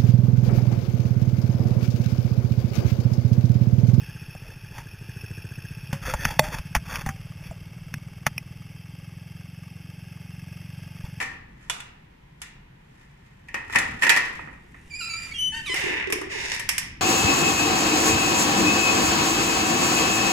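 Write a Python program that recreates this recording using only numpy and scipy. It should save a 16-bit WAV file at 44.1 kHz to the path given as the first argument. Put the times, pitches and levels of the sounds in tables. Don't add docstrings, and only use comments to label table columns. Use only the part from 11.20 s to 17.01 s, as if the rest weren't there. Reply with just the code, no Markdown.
import sys
import numpy as np
from scipy import signal
from scipy.fft import rfft, irfft, next_fast_len
from scipy.io import wavfile
from scipy.ndimage import map_coordinates

SR = 44100
rng = np.random.default_rng(int(sys.argv[2]) if len(sys.argv) > 2 else 0)


def generate_wav(signal):
    frames = np.transpose(np.atleast_2d(signal))
    scaled = np.clip(frames, -1, 1) * 32767
    pcm = np.round(scaled).astype(np.int16)
    wavfile.write(sys.argv[1], SR, pcm)


N = 256220
TIME = np.arange(N) / SR
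AGE = np.arange(SR) / SR


# start in seconds, then strength, body, treble and leftward lean in dB.
FRAME_KNOCKS = [(0.002, 0.5, -5.5, -6, 6.5), (0.015, -6.5, -3.5, -16, -9), (2.285, -12, -40, -9.5, 1),
                (2.343, 3.5, 0, -6.5, 0), (2.498, -7.5, 2, -34, -4), (2.535, -5, -18, -21.5, 3),
                (2.553, 4.5, 5.5, -14.5, 0.5), (2.558, 14, -4, -6, 1), (2.822, 8, -17, -8, -3.5),
                (2.834, 12, -7.5, -10, -2.5), (2.868, 9.5, -4, -7, -2.5), (2.894, 13.5, -10, 2, -8.5),
                (2.9, 14.5, -9, -3.5, 6), (2.963, 7.5, -1, -3, 0.5), (2.972, 6, 2, 3, 0),
                (3.193, -7.5, 7.5, -24, -6.5), (3.274, -11, 4.5, -31, -4.5), (3.329, -23, 0.5, -8, 9.5),
                (3.544, -17.5, -1, -29, -2.5)]
# frequency in Hz, gain in dB.
KNOCK_SPECTRUM = [(71, -40.5), (120, -25), (360, -16.5), (662, -15), (955, -10.5), (1230, -11), (1560, -13),
                  (1830, -5), (2170, -12.5), (2540, -12), (3100, -18), (3900, -23), (5960, -20.5),
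                  (6460, -24.5), (7450, -20.5), (8080, -25.5), (10700, -28.5), (14000, -42.5), (15500, -44)]
# start in seconds, strength in dB.
JAMB_BUMPS = [(2.562, -3.5), (2.691, -11.5), (2.737, -8.5), (2.823, -22), (2.898, -25)]
# frequency in Hz, level in dB, time to decay by 60 dB in seconds.
FRAME_MODES = [(555, -19, .4), (780, -18, .6), (926, -14, .45), (1001, -18, .5), (1125, -19, .45),
               (1410, -16, .3), (1720, -8, .4), (1771, -5, .45), (1830, -4, .42), (1868, 0, .46),
               (1901, -5, .35), (1996, -4, .45), (2077, -7, .38), (2160, -10, .28), (2318, -10, .35),
               (2401, -12, .38), (2494, -12, .3), (2548, -8, .33), (2616, -13, .38), (3058, -18, .3)]
JAMB_MODES = [(175.3, -0.5, 0.32), (201.3, -2, 0.13), (238, 3, 0.13), (280, -5, 0.11)]

def knocks():
    out = np.zeros((2, N))
    for start, db, body_db, treble_db, pan_db in FRAME_KNOCKS:
        hit = impact(KNOCK_SPECTRUM, body_db, treble_db)
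        ring = amp(-1) * ringing(FRAME_MODES)
        add(out, start, amp(db) * panned(hit + ring, pan_db))
    for start, db in JAMB_BUMPS:
        add(out, start, amp(db) * ringing(JAMB_MODES))
    return out


# multiple of the fundamental, level in dB.
THIN_HARMONICS = [(2, 2.5), (3, -3), (4, -14.5)]
REEDY_HARMONICS = [(2, 14), (3, 10), (4, -2.5), (5, -0.5), (6, -8), (7, -7), (8, -4.5), (9, -7.5),
                   (10, -20)]
# pitch in Hz, roughness as a share of the pitch.
SLIP_ROUGHNESS = [(900, .024), (1030, .015), (1350, .011), (2400, .0105), (3000, .002)]

def squeal(length, first_hz, settled_hz, fundamental_db, overtones_db):
    settle_s, fade_db_per_s = 0.016, 32
    hz = settled_hz + (first_hz - settled_hz) * np.exp(-AGE / settle_s)
    roughness = along(SLIP_ROUGHNESS, settled_hz)
    waver = roughness * (0.7 * wobble(60, size=SR) + wobble(1100, size=SR))
    phase = 2 * np.pi * np.cumsum(hz * (1 + waver)) / SR
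    flutter_db = min(250 * roughness, 3) * wobble(129.5, size=SR)
    gate = held(AGE, length, attack_s=0.014, release_s=0.011)
    envelope = gate * amp(flutter_db - fade_db_per_s * AGE)
    harmonics = REEDY_HARMONICS if settled_hz < 1800 else THIN_HARMONICS
    overtones = sum(amp(db) * np.sin(round(k) * phase) for k, db in harmonics)
    return envelope * (amp(fundamental_db) * np.sin(phase) + amp(overtones_db) * overtones)


# start and length in seconds, first and settled pitch in Hz, fundamental and overtones in dB.
HINGE_SQUEALS = [(3.698, 0.058, 2530, 2292, -38, -49), (3.734, 0.037, 2297, 2430, -33, -41),
                 (3.783, 0.096, 2412, 2435, -31, -37.5), (3.802, 0.042, 1487, 1300, -36, -48.5),
                 (3.862, 0.09, 1392, 1330, -35.5, -54.5), (3.887, 0.068, 2330, 2325, -35, -39),
                 (3.951, 0.12, 2435, 2387, -36.5, -42), (4.109, 0.015, 2213, 2327, -31.5, -46),
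                 (4.134, 0.052, 3460, 3150, -32.5, -56), (4.137, 0.048, 2740, 2817, -36.5, -52),
                 (4.18, 0.106, 2975, 3025, -25, -36.5), (4.319, 0.091, 798, 915, -44.5, -48.5),
                 (4.328, 0.052, 2973, 3073, -33.5, -49), (4.33, 0.071, 1480, 1552, -44, -58),
                 (4.454, 0.046, 1480, 1076, -46, -47), (4.488, 0.049, 1060, 1017, -44, -39.5)]
# peak time in seconds, level in dB, rise and fall in seconds.
HINGE_SCRAPES = [(4.07, -45, 0.53, 0.2), (4.37, -50.5, 0.072, .1), (4.6, -35, 0.18, 0.16),
                 (5.35, -42.5, 0.19, 0.032)]

def squealing_hinges():
    song = np.zeros((1, N))
    for start, *shape in HINGE_SQUEALS:
        add(song, start, squeal(*shape)[None])
    grains = rng.standard_normal(N) * amp(3.5 * wobble(900))
    scrape_tilt = [(700, -10), (1800, -8.0), (5000, -9.5), (12000, 9)]
    song += unit(coloured(grains, CREAK_SPECTRUM, scrape_tilt)) * swells(HINGE_SCRAPES)
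    resonance = amp(-11) * burst(t60=0.015) + amp(-5) * room_tail()
    song = coloured(song, [(9500, 1), (12500, -4.5), (15000, -11)])
    return panned(song + convolved(song, resonance), -1.0)


def slips(age, first_rate):
    slowing_per_s, slowest_slips_per_s = 8.6, 42
    rate = np.maximum(first_rate * np.exp(-slowing_per_s * age), slowest_slips_per_s)
    looseness = 50 / rate
    uneven_rate = rate * np.exp(0.24 * looseness * wobble(130))
    slip_count = np.floor(np.cumsum(uneven_rate) / SR)
    grip_db = 2.5 * wobble(110) + (1 + 1.5 * looseness) * rng.standard_normal(N)
    return np.diff(slip_count, prepend=0) * np.sqrt(SR / rate) * amp(grip_db)


# start and length in seconds, first rate in slips per second, creak and treble levels in dB,
# treble slope in dB per second, panel level in dB.
DOOR_PUSHES = [(4.535, 0.29, 900, -26.5, -34, -68, -40), (5.09, 0.26, 730, -29.5, -39.5, 11, -34.5)]
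# frequency in Hz, gain in dB.
CREAK_SPECTRUM = [(290, -36.5), (500, -12), (758, -13.5), (1030, -11), (1310, -17), (1900, 0.5), (2330, -5),
                  (2840, -3), (3190, -13.5), (3680, -9), (4070, -19), (5510, -14), (9370, -28.5),
                  (13600, -44.5), (15500, -85.5)]

def creak():
    creak_fade_db_per_s, panel_fade_db_per_s = 13.5, 77
    kicks = np.zeros((3, N))
    for start, length, first_rate, creak_db, treble_db, treble_slope, panel_db in DOOR_PUSHES:
        age = np.maximum(TIME - start, 0)
        train = slips(age, first_rate) * held(age, length, attack_s=0.025, release_s=0.04)
        kicks += train * amp([creak_db - creak_fade_db_per_s * age,
                              treble_db + treble_slope * age,
                              panel_db - panel_fade_db_per_s * age])
    metal = impact(CREAK_SPECTRUM, body_db=-1.5, treble_db=0.5, t60=0.04, room_db=-3.0)
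    low = unit_energy(coloured(metal, [(2600, 0.5), (3600, -8.5), (5500, -34)]))
    high = unit_energy(coloured(metal, [(2800, -41), (4200, -14)]))
    ring = amp(-10) * ringing(FRAME_MODES)
    responses = [low + ring, high, panel()]
    grind = sum(convolved(kick, response) for kick, response in zip(kicks, responses))
    return panned(grind + judder(metal), -0.22)


# start, length and gap between slips in seconds, opening level in dB.
JUDDER_RUNS = [(4.495, 0.07, 0.044, -3), (4.64, 0.14, 0.023, -1), (4.872, 0.21, 0.0283, 1.5)]

def judder(metal):
    fade_db_per_s, scatter_db = 48, 1.5
    out = np.zeros((2, N))
    for start, length, gap, db in JUDDER_RUNS:
        for age in np.arange(0, length, gap):
            thump_db = db - fade_db_per_s * age + scatter_db * rng.standard_normal()
            add(out, start + age, amp(thump_db) * (panel() + amp(-9.5) * metal))
    return out


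# frequency in Hz, level in dB, time to decay by 60 dB in seconds.
PANEL_MODES = [(299, -5.5, 0.13), (365.3, 6, 0.076), (392.7, 0.5, 0.12), (427.6, 4, 0.062)]

def panel():
    spread = unit_energy(burst(t60=0.012) + amp(-9) * room_tail())
    return unit_energy(convolved(ringing(PANEL_MODES), spread)[:, :SR])


# start in seconds, then strength, body, treble, leftward lean and ring in dB.
LATCH_SNAPS = [(0.498, 4.5, 3.5, 2.5, -2, -5), (0.603, -10, -18, -3, 3, -5),
               (1.217, -6.5, -4.5, 1, 0.5, -16), (2.586, 2.5, 6.5, 7, -3, -13.5)]
HINGE_SLIPS = [(4.542, 2, 1, -5, -1, -2), (4.902, -6, 7.5, -4, 4.5, -23), (4.924, 8.5, 0.5, -2.5, -1, -23),
               (5.014, -6, 15.5, -2.5, 4, -3), (5.319, -12, -15, -3.5, 11, -11),
               (5.344, -11, -16, 3, -9, -17), (5.362, -15, 4, -3, 18, 0.5), (5.396, -1, -1.5, -0.5, 3, -4),
               (5.49, 10.5, -2.5, 1, 0, -14), (5.581, 7.5, 0, 4, -0.5, -13.5)]
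# frequency in Hz, gain in dB.
LATCH_SPECTRUM = [(240, -27), (400, -15.5), (503, -13), (942, 0), (1080, -7.5), (1380, -3.5), (1510, -4),
                  (2880, -1), (3160, -12), (3410, -4.5), (4290, -13), (7440, -7), (10600, -13),
                  (15500, -40.5)]
HINGE_SPECTRUM = [(240, -41), (400, -18), (519, -13), (683, -11), (1030, -5), (1360, -9.5), (2030, 4),
                  (2590, 2), (4160, -16), (5480, 0.5), (6190, -8), (9070, -5), (12300, -14), (15500, -40)]
# frequency in Hz, level in dB, time to decay by 60 dB in seconds.
LATCH_MODES = [(1422, 1, .09), (2450, -8, .2), (2933, -3, .16), (3300, -3, .09), (3450, 2, .12),
               (3640, -2, .08), (7622, -9, .05), (8033, -8, .05)]

def clicks(events, spectrum, modes):
    out = np.zeros((2, N))
    for start, db, body_db, treble_db, pan_db, ring_db in events:
        snap = impact(spectrum, body_db, treble_db)
        ring = amp(ring_db) * ringing(modes)
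        add(out, start, amp(db) * panned(snap + ring, pan_db))
    return out


# peak time in seconds, level in dB, rise and fall in seconds.
MESH_SHAKES = [(0.01, -29, 0.09, 0.087), (0.42, -58.5, 0.15, 0.36), (1.23, -42, 0.027, 0.038),
               (1.79, -60, 0.22, 0.32), (2.05, -69, 0.11, 0.14), (2.555, -27, 0.06, 0.067),
               (2.7, -45, 0.43, 0.25), (2.835, -21.5, 0.028, 0.087), (2.97, -31, 0.022, 0.027),
               (3.05, -39.5, 0.035, 0.21)]

def mesh_chatter():
    contacts_per_s = 350
    contacts = unit((rng.random(N) < contacts_per_s / SR) * rng.standard_normal(N))
    ring = amp(-3) * ringing(FRAME_MODES)
    hit = impact(KNOCK_SPECTRUM, body_db=0.5, treble_db=0.5, t60=0.075, room_db=-3.0)
    return convolved(contacts * swells(MESH_SHAKES), ring + hit)


def impact(spectrum, body_db, treble_db, t60=0.05, room_db=-4.5):
    tilt = [(1400, body_db), (1720, 0), (2600, 0), (3700, treble_db)]
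    strike = burst(t60) + amp(room_db) * room_tail()
    return unit_energy(coloured(strike, spectrum, tilt))


def burst(t60):
    return unit_energy(noise_pair(SR) * amp(-60 * AGE / t60))


def ringing(modes):
    hz, db, t60 = np.transpose(modes)[:, :, None]
    waves = amp(db) * np.sin(2 * np.pi * hz * AGE) * np.exp(-np.log(1000) * AGE / t60)
    signs = rng.choice([-1, 1], len(modes))
    weights = signs * amp(2 * rng.standard_normal((2, len(modes))))
    return unit_energy(weights @ waves)


# frequency in Hz, reverberation time in seconds.
ROOM_DECAY = [(200, 1), (900, 0.66), (2000, 0.73), (4000, 0.53), (8000, 0.31), (15000, 0.2)]

def room_tail():
    hz, age, spectra = signal.stft(noise_pair(SR), SR, nperseg=256)
    decay = amp(-60 * age / along(ROOM_DECAY, hz)[:, None])
    tail = signal.istft(spectra * decay, SR, nperseg=256)[1][:, :SR]
    onset = 1 - np.exp(-AGE / 0.00072)
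    return unit_energy(tail * onset)


# frequency in Hz, gain in dB.
ROOM_NOISE_SPECTRUM = [(12, -43), (20, -7), (39, 0), (103, -9), (140, -0.5), (219, -12), (252, -14.5),
                       (667, -20.5), (932, -17), (1230, -25.5), (1770, -20.5), (2030, -21), (3170, -28),
                       (4190, -35.5), (15500, -51.5)]
RUMBLE_SPECTRUM = [(15, -6.5), (32, -17), (60, -3), (150, -9.5), (250, -13.5), (500, -27), (1500, -100)]
# peak time in seconds, level in dB, rise and fall in seconds.
RUMBLE_SWELLS = [(0.1, -49, 0.6, 1.2), (2.74, -42.5, 0.47, .1), (3.27, -48.5, .5, .25),
                 (4.4, -47.5, 2.3, 2.3), (5.7, -48, 1.8, 1.5)]

def background():
    floor = unit(coloured(noise_pair(N), ROOM_NOISE_SPECTRUM))
    rumble = unit(coloured(noise_pair(N), RUMBLE_SPECTRUM))
    return amp(-52.0) * floor + swells(RUMBLE_SWELLS) * rumble


# frequency in Hz, correlation of left and right from -1 to 1.
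STEREO_CORRELATION = [(60, 0.99), (130, 1), (290, 0.85), (600, -0.9), (1300, 0.23), (2200, -0.19),
                      (5000, -0.052), (15000, -0.082)]

def noise_pair(size):
    padded = next_fast_len(size, True)
    correlation = along(STEREO_CORRELATION, np.fft.rfftfreq(padded, 1 / SR))
    angle = np.arccos(np.clip(correlation, -1, 1)) / 2
    spectra = rfft(rng.standard_normal((2, padded)))
    mid, side = irfft(spectra * [np.cos(angle), np.sin(angle)], padded)[:, :size]
    return unit(np.array([mid + side, mid - side]))


def amp(db):
    return 10 ** (np.asarray(db) / 20)


def unit(x):
    return x / np.sqrt(np.mean(x ** 2) + 1e-20)


def unit_energy(x):
    return unit(x) / np.sqrt(x.shape[-1])


def along(points, hz):
    knots_hz, values = np.transpose(points)
    return np.interp(np.log(hz + 1), np.log(knots_hz + 1), values)


def wobble(knots_per_s, size=N):
    knots = rng.standard_normal(int(size * knots_per_s / SR) + 4)
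    return map_coordinates(knots, [TIME[:size] * knots_per_s])


def held(age, length, attack_s, release_s):
    return np.clip(age / attack_s, 0, 1) * np.clip(1 + (length - age) / release_s, 0, 1)


def swells(rows):
    return sum(amp(db) * 10 ** -np.maximum((peak - TIME) / rise, (TIME - peak) / fall)
               for peak, db, rise, fall in rows)


def coloured(x, *curves):
    size = 2 * next_fast_len(x.shape[-1] // 2 + 4096)
    hz = np.fft.rfftfreq(size, 1 / SR)
    gain_db = sum(along(curve, hz) for curve in curves)
    cepstrum = irfft(np.log(amp(gain_db) + 1e-6))
    cepstrum[1:size // 2] *= 2
    cepstrum[size // 2 + 1:] = 0
    return irfft(rfft(x, size) * np.exp(rfft(cepstrum)))[..., :x.shape[-1]]


def panned(x, db):
    return x * amp([[db / 2], [-db / 2]])


def convolved(x, response):
    return signal.fftconvolve(np.atleast_2d(x), response, axes=1)[:, :N]


def add(track, start, sound):
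    part = track[:, max(0, round(start * SR)):][:, :sound.shape[-1]]
    part += sound[:, :part.shape[-1]]


def scene():
    latch = clicks(LATCH_SNAPS, LATCH_SPECTRUM, LATCH_MODES)
    single_slips = clicks(HINGE_SLIPS, HINGE_SPECTRUM, FRAME_MODES)
    return background() + knocks() + latch + single_slips + mesh_chatter() + squealing_hinges() + creak()


# frequency in Hz, left minus right in dB.
MICROPHONE_BALANCE = [(2000, 0.5), (4400, -2.5), (9000, -1), (12000, -13), (15000, -5)]

def record(dry):
    top_hz = 15600
    size = next_fast_len(N + 4096)
    hz = np.fft.rfftfreq(size, 1 / SR)
    balance = amp(np.outer([0.5, -0.5], along(MICROPHONE_BALANCE, hz)))
    spectrum = rfft(np.clip(dry, -1, 1), size)
    return irfft(spectrum * balance * (hz < top_hz), size)[:, :N]


dry = scene()
out = record(dry)
generate_wav(out)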